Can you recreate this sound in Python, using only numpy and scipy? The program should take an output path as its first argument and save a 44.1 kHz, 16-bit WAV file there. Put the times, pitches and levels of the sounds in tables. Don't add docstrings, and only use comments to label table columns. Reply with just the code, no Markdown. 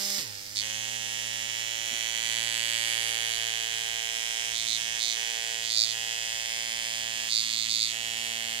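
import sys
import numpy as np
from scipy import signal
from scipy.fft import rfft, irfft, next_fast_len
from scipy.io import wavfile
from scipy.ndimage import map_coordinates

SR = 44100
rng = np.random.default_rng(int(sys.argv[2]) if len(sys.argv) > 2 else 0)


def to_wav(sig):
    pcm = np.clip(np.atleast_2d(sig), -1, 1) * 32767
    pcm = np.round(pcm).astype(np.int16)
    wavfile.write(sys.argv[1], SR, pcm.T)


N = 379260
TIME = np.arange(N) / SR
FREE_HZ, LOADED_HZ, CRUISE_HZ = 198, 99.5, 114.5
LOAD_AT_S, CATCH_AT_S = .185, .553
LEFT_LAG_MS = 0.25

# frequency in Hz, slack level in dB, tight level in dB.
POP_COLOUR = [(750, -4.5, -27), (890, -12, -27), (1220, -9.5, -15), (1410, -8.5, -13), (1656, -1, -27.5),
              (2300, 2, -2), (2550, 0.5, -7.5), (2880, 6.5, -17), (3258, 6.5, -4.5), (3750, -7, 9),
              (4150, -7.5, 5.5), (4610, -5, 17.5), (5320, -1.5, 10.5), (5850, -9.5, -6.5), (6430, -4.5, -1),
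              (8230, -12.5, -10.5), (12800, -33.5, -28)]
# time in seconds, gain in dB.
POP_LEVEL = [(.6, 0.5), (1.0, 0), (1.8, 1.2), (2.3, 5), (2.95, 6), (3.8, 3), (4.5, 3), (5.2, 3), (5.6, 1.2),
             (7.2, 1.5), (8.6, 1.5)]
# frequency in Hz, gain in dB.
PINCH_COLOUR = [(2800, -1.5), (3400, -4.5), (3900, 15), (4500, -3.5), (5500, -9), (6900, 9.5), (7400, 4),
                (8100, -3)]
# start and length in seconds, peak tautness and pinch, 0-1.
TIGHTENINGS = [(0.519, 0.11, 0.78, 0), (3.302, 0.081, .16, 0.6), (4.517, 0.15, 0.39, .8),
               (4.651, 0.14, 0.57, 1), (4.798, 0.068, 0.19, .8), (4.981, 0.19, 0.53, 0.79),
               (5.618, .12, 0.27, 0.3), (5.673, 0.25, 0.69, 0.2), (5.732, .15, .95, 0),
               (5.846, 0.0953, .5, 0.2), (7.28, .172, 0.84, 0.17), (7.403, .31, 0.48, .2),
               (7.523, 0.17, 0.6, 0.43), (7.668, 0.27, 0.74, 0.33)]
# multiple of the shaft speed, levels in dB before the catch, in the first
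# grip and in the second, then dB added when close, when tight and at the left port.
THROB_ORDERS = [(3, -62.5, -68, -76, 7.5, 13, -20), (4, -68.5, -59.5, -57.5, 5.5, -7.5, -12),
                (5, -63, -54.5, -57, 4.5, -17, -22), (6, -66, -59, -55, 6, -1, -3.5),
                (7, -77, -57, -55, 4.5, -13.5, -1.5), (8, -66, -62, -65.5, 0, -17, -5.5)]
# time in seconds, speed offset in turns a second.
SPEED_WANDER = [(.5, .41), (.62, .36), (.8, -.97), (1.4, -.88), (2, -.83), (2.5, .33), (3, .12),
                (3.4, -.39), (4.2, -.12), (4.7, -.73), (5.1, -.01), (5.4, .38), (5.8, -1.08), (6.1, -.14),
                (6.5, .54), (7.2, -.31), (7.5, -.53), (7.8, -.44), (8.1, .32), (8.6, -.38)]
# frequency in Hz, level in dB.
KNOCK_COLOUR = [(700, -10), (1500, -10.5), (3000, -5), (5500, -15), (9000, -26), (15000, -26)]
# frequency in Hz, level in dB.
SCRAPE_COLOUR = [(1500, -51.5), (3000, -33), (4500, -35), (6000, -26), (8000, -35), (10000, -37.5),
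                 (14000, -56)]
# frequency in Hz, left and right levels in dB.
WHIRR_COLOUR = [(212, -62, -48.5), (467, -45.5, -50), (1300, -59.5, -52), (1800, -48, -34),
                (2500, -76, -33.5), (2900, -30.5, -34.5), (3980, -40.5, -47.5), (4900, -31.5, -30.5),
                (6300, -37.5, -36.5), (7700, -36.5, -39), (8400, -40.5, -38.5), (10140, -41, -44),
                (14500, -60, -51.5), (16200, -57, -44)]
# frequency in Hz, left and right levels in dB.
RATTLE_COLOUR = [(400, -60, -41), (1130, -35, -36.5), (2110, -34, -20), (2700, -29.5, -30),
                 (3730, -35, -19.5), (5250, -25, -12.5), (5850, -37, -17.5), (6700, -16.5, -23),
                 (7730, -38, -20), (8500, -27.5, -31.5), (10100, -32, -27), (13900, -32, -30),
                 (15700, -33, -48)]
# multiple of the shaft speed, relative level in dB.
FREE_TONES = [(1, -41), (2, -48.5), (3, -42.5), (4, -47), (5, -62), (6, -57), (7, -54), (8, -56), (9, -47)]
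# time in seconds, first and second order levels in dB.
HUM_LEVELS = [(0.28, -50, -70), (0.44, -57, -67), (0.55, -50.5, -64), (0.82, -50.5, -60),
              (1.34, -52.5, -59), (1.8, -56.5, -75), (2.4, -52.5, -63), (3, -50.5, -67), (4.05, -59, -72),
              (4.4, -60, -72), (4.69, -55, -60.5), (5.4, -60.5, -72.5), (5.83, -54.5, -61),
              (6.17, -59, -73), (6.6, -57.5, -61), (7.2, -56.5, -62), (7.6, -55.5, -58), (8.5, -57, -58)]
# start in seconds, relative level in dB, band frequency in Hz, decay in seconds.
BUMPS = [(0.182, -45, 210, 0.021), (.185, -55, 480, 0.11), (1.784, -59, 270.4, 0.041),
         (1.913, -50.5, 330, 0.041), (3.353, -62, 55, 0.062), (3.919, -58, 55, 0.064),
         (4.479, -61, 90, 0.14), (4.695, -61, 230.3, 0.049), (4.801, -59, 89.85, .06)]
# time in seconds, closeness 0-1.
CLOSENESS = [(0, 0), (1.4, 0), (2, 0.5), (2.5, 0.64), (3, 1), (3.5, 0.44), (4, 0.28), (4.6, 0.17),
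             (5.6, 0.07), (6.3, 0.14), (8.6, 0.08)]
# time in seconds, swallowed band in Hz, its depth 0-1,
# lifted band in Hz, its lift 0-1.
HAND_HOLLOW = [(0.6, 5200, 0.12, 6150, 0.15), (0.8, 4870, 0.4, 6300, 0.33), (1.5, 4600, 0.44, 6540, 0.3),
               (2.0, 5070, 0.66, 6800, 0.66), (2.6, 5500, 0.75, 7900, 1), (3.1, 5400, 0.68, 7600, 0.65),
               (3.5, 5000, 0.4, 7060, 0.48), (4.05, 4650, 0.72, 7000, 0.41), (5.1, 4500, 0.36, 6950, 0.28),
               (5.7, 5430, 0.08, 7573, .15), (6.4, 6100, 0.1, 7900, 0.17), (7.4, 5420, 0.33, 7700, 0.18),
               (8.6, 5120, 0.4, 7495, 0.35)]
# delay in milliseconds, left gain, right gain.
CLOSE_ECHOES = [(0.272, 0.044, 0.0087), (0.503, 0.019, 0.12), (0.851, 0.059, 0.06), (1.6, 0.017, 0.023),
                (2.3, 0.056, 0.029)]
# frequency in Hz, gain in dB.
LEFT_SHADOW = [(100, -28), (400, -15), (1100, 0.5), (1600, -17.5), (2400, -3), (3400, -13.5), (4500, -7.5),
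               (6000, -22), (8000, -14.5), (13000, -3)]
# frequency in Hz, level in dB.
ROOM_COLOUR = [(20, -43), (50, -47), (75, -41), (130, -49), (250, -49), (500, -59), (1500, -45.5),
               (15000, -49)]


def cup_pops(turns, tautness, pinch, tight_db=3, stretch=0.12, puff_s=0.0019, rasp=0.8):
    times = passing_times(turns, angle=.812)
    times = times[times > CATCH_AT_S]
    quiver = 1 + 0.059 * waver(6.8, 30.1)
    taut = np.interp(times, TIME, tautness * quiver)[:, None]
    db = curve(POP_LEVEL, times).T + tight_db * (1 - (1 - taut) ** 2)
    taut = 0.094 + 0.906 * taut
    uneven, flicker = rng.standard_normal((len(times), 2)).T[:, :, None]
    hz = np.fft.rfftfreq(512, 1 / SR)
    treble = np.interp(hz, [4500, 9000], [0, 1])
    slack, tight = colour(POP_COLOUR, size=512)
    tight = np.interp(hz / (1 + stretch * (taut - 1)), hz, tight)
    shape_db = slack + taut * (tight - slack + .8 * flicker * treble)
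    shape_db += np.interp(times, TIME, pinch)[:, None] * colour(PINCH_COLOUR, size=512)
    fade = np.exp(-np.arange(512) / SR / puff_s)
    air = rfft(rng.standard_normal((len(times), 512)) * fade / np.linalg.norm(fade))
    puff = .215 - .045 * taut + rasp * taut * treble
    spectra = click_spectrum(shape_db + db + .4 * uneven) * (1 + puff * air)
    return place_clicks(times, spectra) * ramp(CATCH_AT_S, 0.015)


def cup_throb(turns, taut, close, angle=0.2198, sweep=0.0613, dip_db=-7.5):
    regripped = ramp(3.1, 0.41)
    dip = ramp(7.27, 0.022) - ramp(7.9, 0.022)
    push = 0
    for order, idle_db, first_db, second_db, close_db, tight_db, left_db in THROB_ORDERS:
        grip_db = first_db + regripped * (second_db - first_db)
        working_db = grip_db + close_db * close + tight_db * np.sqrt(taut) + dip_db * dip
        db = idle_db + ramp(CATCH_AT_S, 0.091) * (working_db - idle_db)
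        db += 0.9 * waver(0.96, 12, count=8)
        tone = np.sqrt(2) * np.cos(2 * np.pi * (order * (turns - angle) - sweep * order ** 2))
        push += tone * gain_of(db) * gain_of([[left_db], [0]])
    return push * ramp(LOAD_AT_S, 0.091)


def cup_tension(tighten_s=.052, slacken_share=.42):
    start, length, peak, pinch = np.transpose(TIGHTENINGS)[:, :, None]
    rising = (TIME - start) / tighten_s
    falling = (start + length - TIME) / (slacken_share * length)
    swells = peak * np.sin(np.pi / 2 * np.clip(np.minimum(rising, falling), 0, 1))
    return swells.max(0), (swells * pinch).max(0)


def shaft_speed(taut, brake_s=.049, pickup_at_s=.47, pickup_s=.1824, sag_hz=3.39, inertia_s=.02):
    braking = (FREE_HZ - LOADED_HZ) * np.exp(-(since(LOAD_AT_S) / brake_s) ** 1.3)
    pickup = (CRUISE_HZ - LOADED_HZ) * (1 - np.exp(-since(pickup_at_s) / pickup_s))
    lag = np.exp(-1 / (inertia_s * SR))
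    sag = sag_hz * signal.lfilter([1 - lag], [1, -lag], taut ** 2)
    flutter = 0.089 * waver(6, 39.8)
    return LOADED_HZ + braking + pickup - sag + curve(SPEED_WANDER)[0] + flutter


def crank_knocks(turns, fade_db_per_s=32):
    times = passing_times(turns, angle=.8)
    times = times[(times > LOAD_AT_S) & (times < CATCH_AT_S)]
    db = colour(KNOCK_COLOUR, size=512) - fade_db_per_s * (times[:, None] - LOAD_AT_S)
    return place_clicks(times, click_spectrum(db))


def crank_scrape(turns, taut, close):
    gate = unit_rms(swell(turns, angle=0.384, width=0.072) + 0.28 * swell(turns, angle=0.06, width=0.014))
    rubbing = gate * contacts(turns, repeat_share=.76, spiky_db=3.5, wear_s=0.709) * (TIME > CATCH_AT_S)
    return ring(rubbing, SCRAPE_COLOUR)[0] * gain_of(-5 + 2.5 * close ** 2 + 3 * taut)


def motor_whirr(turns, speed, taut, close, octave_db=12, idle_db=-9):
    rubbing = [contacts(turns, repeat_share=.72, spiky_db=5.5, wear_s=0.584) for _ in range(3)]
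    db = octave_db * np.log2(speed / CRUISE_HZ) + idle_db * (TIME < CATCH_AT_S)
    db += 3.5 * close - 1.5 * taut + waver(2, 12)
    return ring(at_ports(*rubbing, shared=0.39), WHIRR_COLOUR) * gain_of(db)


def drive_rattle(turns, speed, level_db=-4, octave_db=13.5, damp_db_per_s=120, fade_db_per_s=150):
    rubbing = [contacts(turns, repeat_share=0.21, spiky_db=4, wear_s=0.33, count=105) for _ in range(3)]
    surge = unit_rms(gain_of(2 * (np.cos(2 * np.pi * turns) + np.cos(4 * np.pi * turns))))
    chatter = ring(surge * at_ports(*rubbing, shared=0.81), RATTLE_COLOUR)
    chatter_db = level_db + octave_db * np.log2(speed / FREE_HZ) - fade_db_per_s * since(CATCH_AT_S)
    tones = sum(gain_of(db) * np.sin(2 * np.pi * (k * turns + rng.random())) for k, db in FREE_TONES)
    tones *= gain_of(level_db - damp_db_per_s * since(LOAD_AT_S))
    return chatter * gain_of(chatter_db) + tones * gain_of([[-8], [0]])


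def contacts(turns, repeat_share, spiky_db, wear_s, count=135, size=8192):
    patterns = irfft(np.exp(2j * np.pi * rng.random((20, count))), size)
    age, blend = np.divmod(TIME / wear_s + rng.random(), 1)
    angle = (turns % 1 * size).astype(int)
    old, new = (patterns[(age.astype(int) + k) % 20, angle] for k in range(2))
    repeating = old * np.cos(blend * np.pi / 2) + new * np.sin(blend * np.pi / 2)
    grit = rng.standard_normal(N) * gain_of(spiky_db * np.minimum(rng.exponential(1, N), 5))
    return np.sqrt(repeat_share) * unit_rms(repeating) + np.sqrt(1 - repeat_share) * unit_rms(grit)


def housing_hum(turns):
    shake = 0
    for order, db, left_db in zip((1, 2), curve(HUM_LEVELS), (-15.5, -3)):
        tone = np.sqrt(2) * np.sin(2 * np.pi * (order * turns + rng.random()))
        shake += tone * gain_of(db + 1.14 * waver(0.894, 13, count=8)) * gain_of([[left_db], [0]])
    return shake * ramp(LOAD_AT_S, 0.1)


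def handling_bumps():
    bumps = np.zeros(N)
    for start, db, hz, decay_s in BUMPS:
        age = since(start) / decay_s
        rumble = unit_rms(filtered(rng.standard_normal(N), "band", [hz / 2, hz * 1.37]))
        bumps += gain_of(db) * rumble * np.minimum(age * 10, 1) * np.exp(-age ** 2)
    return bumps * gain_of([[-3], [2]])


def near_field(clicks):
    size = next_fast_len(N + 1000)
    phase_per_ms = -2j * np.pi * np.fft.rfftfreq(size, 1 / SR) / 1000
    paths = 1 + sum(np.outer(gains, np.exp(phase_per_ms * ms)) for ms, *gains in CLOSE_ECHOES)
    paths[0] *= np.exp(phase_per_ms * LEFT_LAG_MS)
    left, right = irfft(rfft(clicks, size) * paths, size)[:, :N]
    return np.array([ring(left, LEFT_SHADOW)[0], right])


def hand_sway(ports, sway_ms=0.012):
    positions = np.arange(N) + waver(0.27, 1.347, count=10) * sway_ms * SR / 1000
    return np.array([map_coordinates(ports[0], [positions], order=3), ports[1]])


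def hand_hollow(ports, dip_width_hz=900, lift_width_hz=1300):
    dip_hz, depth, lift_hz, lift = curve(HAND_HOLLOW)
    left, right = (port - depth * resonate(port, dip_hz * ratio, dip_width_hz * ratio)
                   for port, ratio in zip(ports, (0.99, 1)))
    return np.array([left, right + lift * resonate(right, lift_hz, lift_width_hz)])


def close_up(ports, close, left_db=-1.5):
    air = 0.65 * close * filtered(ports, "band", [9000, 12500])
    return hand_hollow(ports + air) * gain_of(close * np.array([[left_db], [0]]))


def reflections(clicks, wet_db=-20, t60_s=0.052, size=8192):
    t = np.arange(size) / SR
    tail = rng.standard_normal((2, size)) * gain_of(-60 * t / t60_s) * (t > .002)
    tail /= np.linalg.norm(tail[0])
    return gain_of(wet_db) * signal.oaconvolve(clicks[None], tail, axes=1)[:, :N]


def room_tone():
    return ring(at_ports(*rng.standard_normal((3, N)), shared=.8), ROOM_COLOUR)


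def at_ports(common, left, right, shared):
    late = np.interp(TIME - LEFT_LAG_MS / 1000, TIME, common)
    return np.sqrt(shared) * np.array([late, common]) + np.sqrt(1 - shared) * np.array([left, right])


def gain_of(db):
    return 10 ** (np.asarray(db) / 20)


def unit_rms(x):
    return x / np.sqrt(np.mean(x ** 2) + 1e-20)


def since(start_s):
    return np.maximum(TIME - start_s, 0)


def ramp(start_s, rise_s):
    return np.minimum(since(start_s) / rise_s, 1)


def filtered(x, kind, hz, order=2):
    return signal.sosfilt(signal.butter(order, hz, kind, fs=SR, output="sos"), x)


def waver(low_hz, high_hz, count=16):
    rates = np.geomspace(low_hz, high_hz, count)
    return unit_rms(sum(np.sin(2 * np.pi * (hz * TIME + rng.random())) / np.sqrt(hz) for hz in rates))


def curve(rows, t=TIME):
    seconds, *columns = np.transpose(rows)
    return np.array([np.interp(t, seconds, column) for column in columns])


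def colour(rows, size):
    hz, *columns = np.transpose(rows)
    bins = np.fft.rfftfreq(size, 1 / SR)
    return np.array([np.interp(np.log(bins + 1), np.log(hz), column) for column in columns])


def click_spectrum(db):
    cepstrum = irfft(np.log(gain_of(db)))
    half = cepstrum.shape[-1] // 2
    return np.exp(rfft(cepstrum * np.r_[1, np.full(half - 1, 2), 1, np.zeros(half - 1)]))


def ring(x, rows):
    response = irfft(click_spectrum(colour(rows, size=2048)))
    return signal.oaconvolve(np.atleast_2d(x), response, axes=1)[:, :N]


def resonate(x, hz, width_hz):
    carrier = np.exp(2j * np.pi * np.cumsum(hz) / SR)
    pole = np.exp(-np.pi * width_hz / SR)
    return 2 * (carrier * signal.lfilter([1 - pole], [1, -pole], x / carrier)).real


def passing_times(turns, angle):
    return np.interp(np.arange(angle, turns[-1], 1), turns, TIME)


def swell(turns, angle, width):
    return np.exp(-(((turns - angle + .5) % 1 - .5) / width) ** 2)


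def place_clicks(times, spectra, size=512):
    whole, fraction = np.divmod(times * SR, 1)
    clicks = irfft(spectra * np.exp(-2j * np.pi * np.fft.rfftfreq(size) * fraction[:, None]))
    samples = whole.astype(int)[:, None] + np.arange(size)
    return np.bincount(samples.ravel(), clicks.ravel(), N)[:N]


def scene():
    taut, pinch = cup_tension()
    close = curve(CLOSENESS)[0]
    speed = shaft_speed(taut)
    turns = .84 + np.cumsum(speed) / SR
    clicks = crank_knocks(turns) + cup_pops(turns, taut, pinch) + crank_scrape(turns, taut, close)
    clicks = filtered(clicks, "high", 950, order=5)
    direct = hand_sway(near_field(clicks)) + motor_whirr(turns, speed, taut, close)
    pump = close_up(direct, close) + reflections(clicks) + drive_rattle(turns, speed)
    return pump + housing_hum(turns) + cup_throb(turns, taut, close) + handling_bumps() + room_tone()


def record(dry, edge_hz=15750):
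    lowpass = signal.firwin(511, edge_hz, window=("kaiser", 9), fs=SR)
    return signal.oaconvolve(dry, lowpass[None], "same")


dry = scene()
out = record(dry)
to_wav(out)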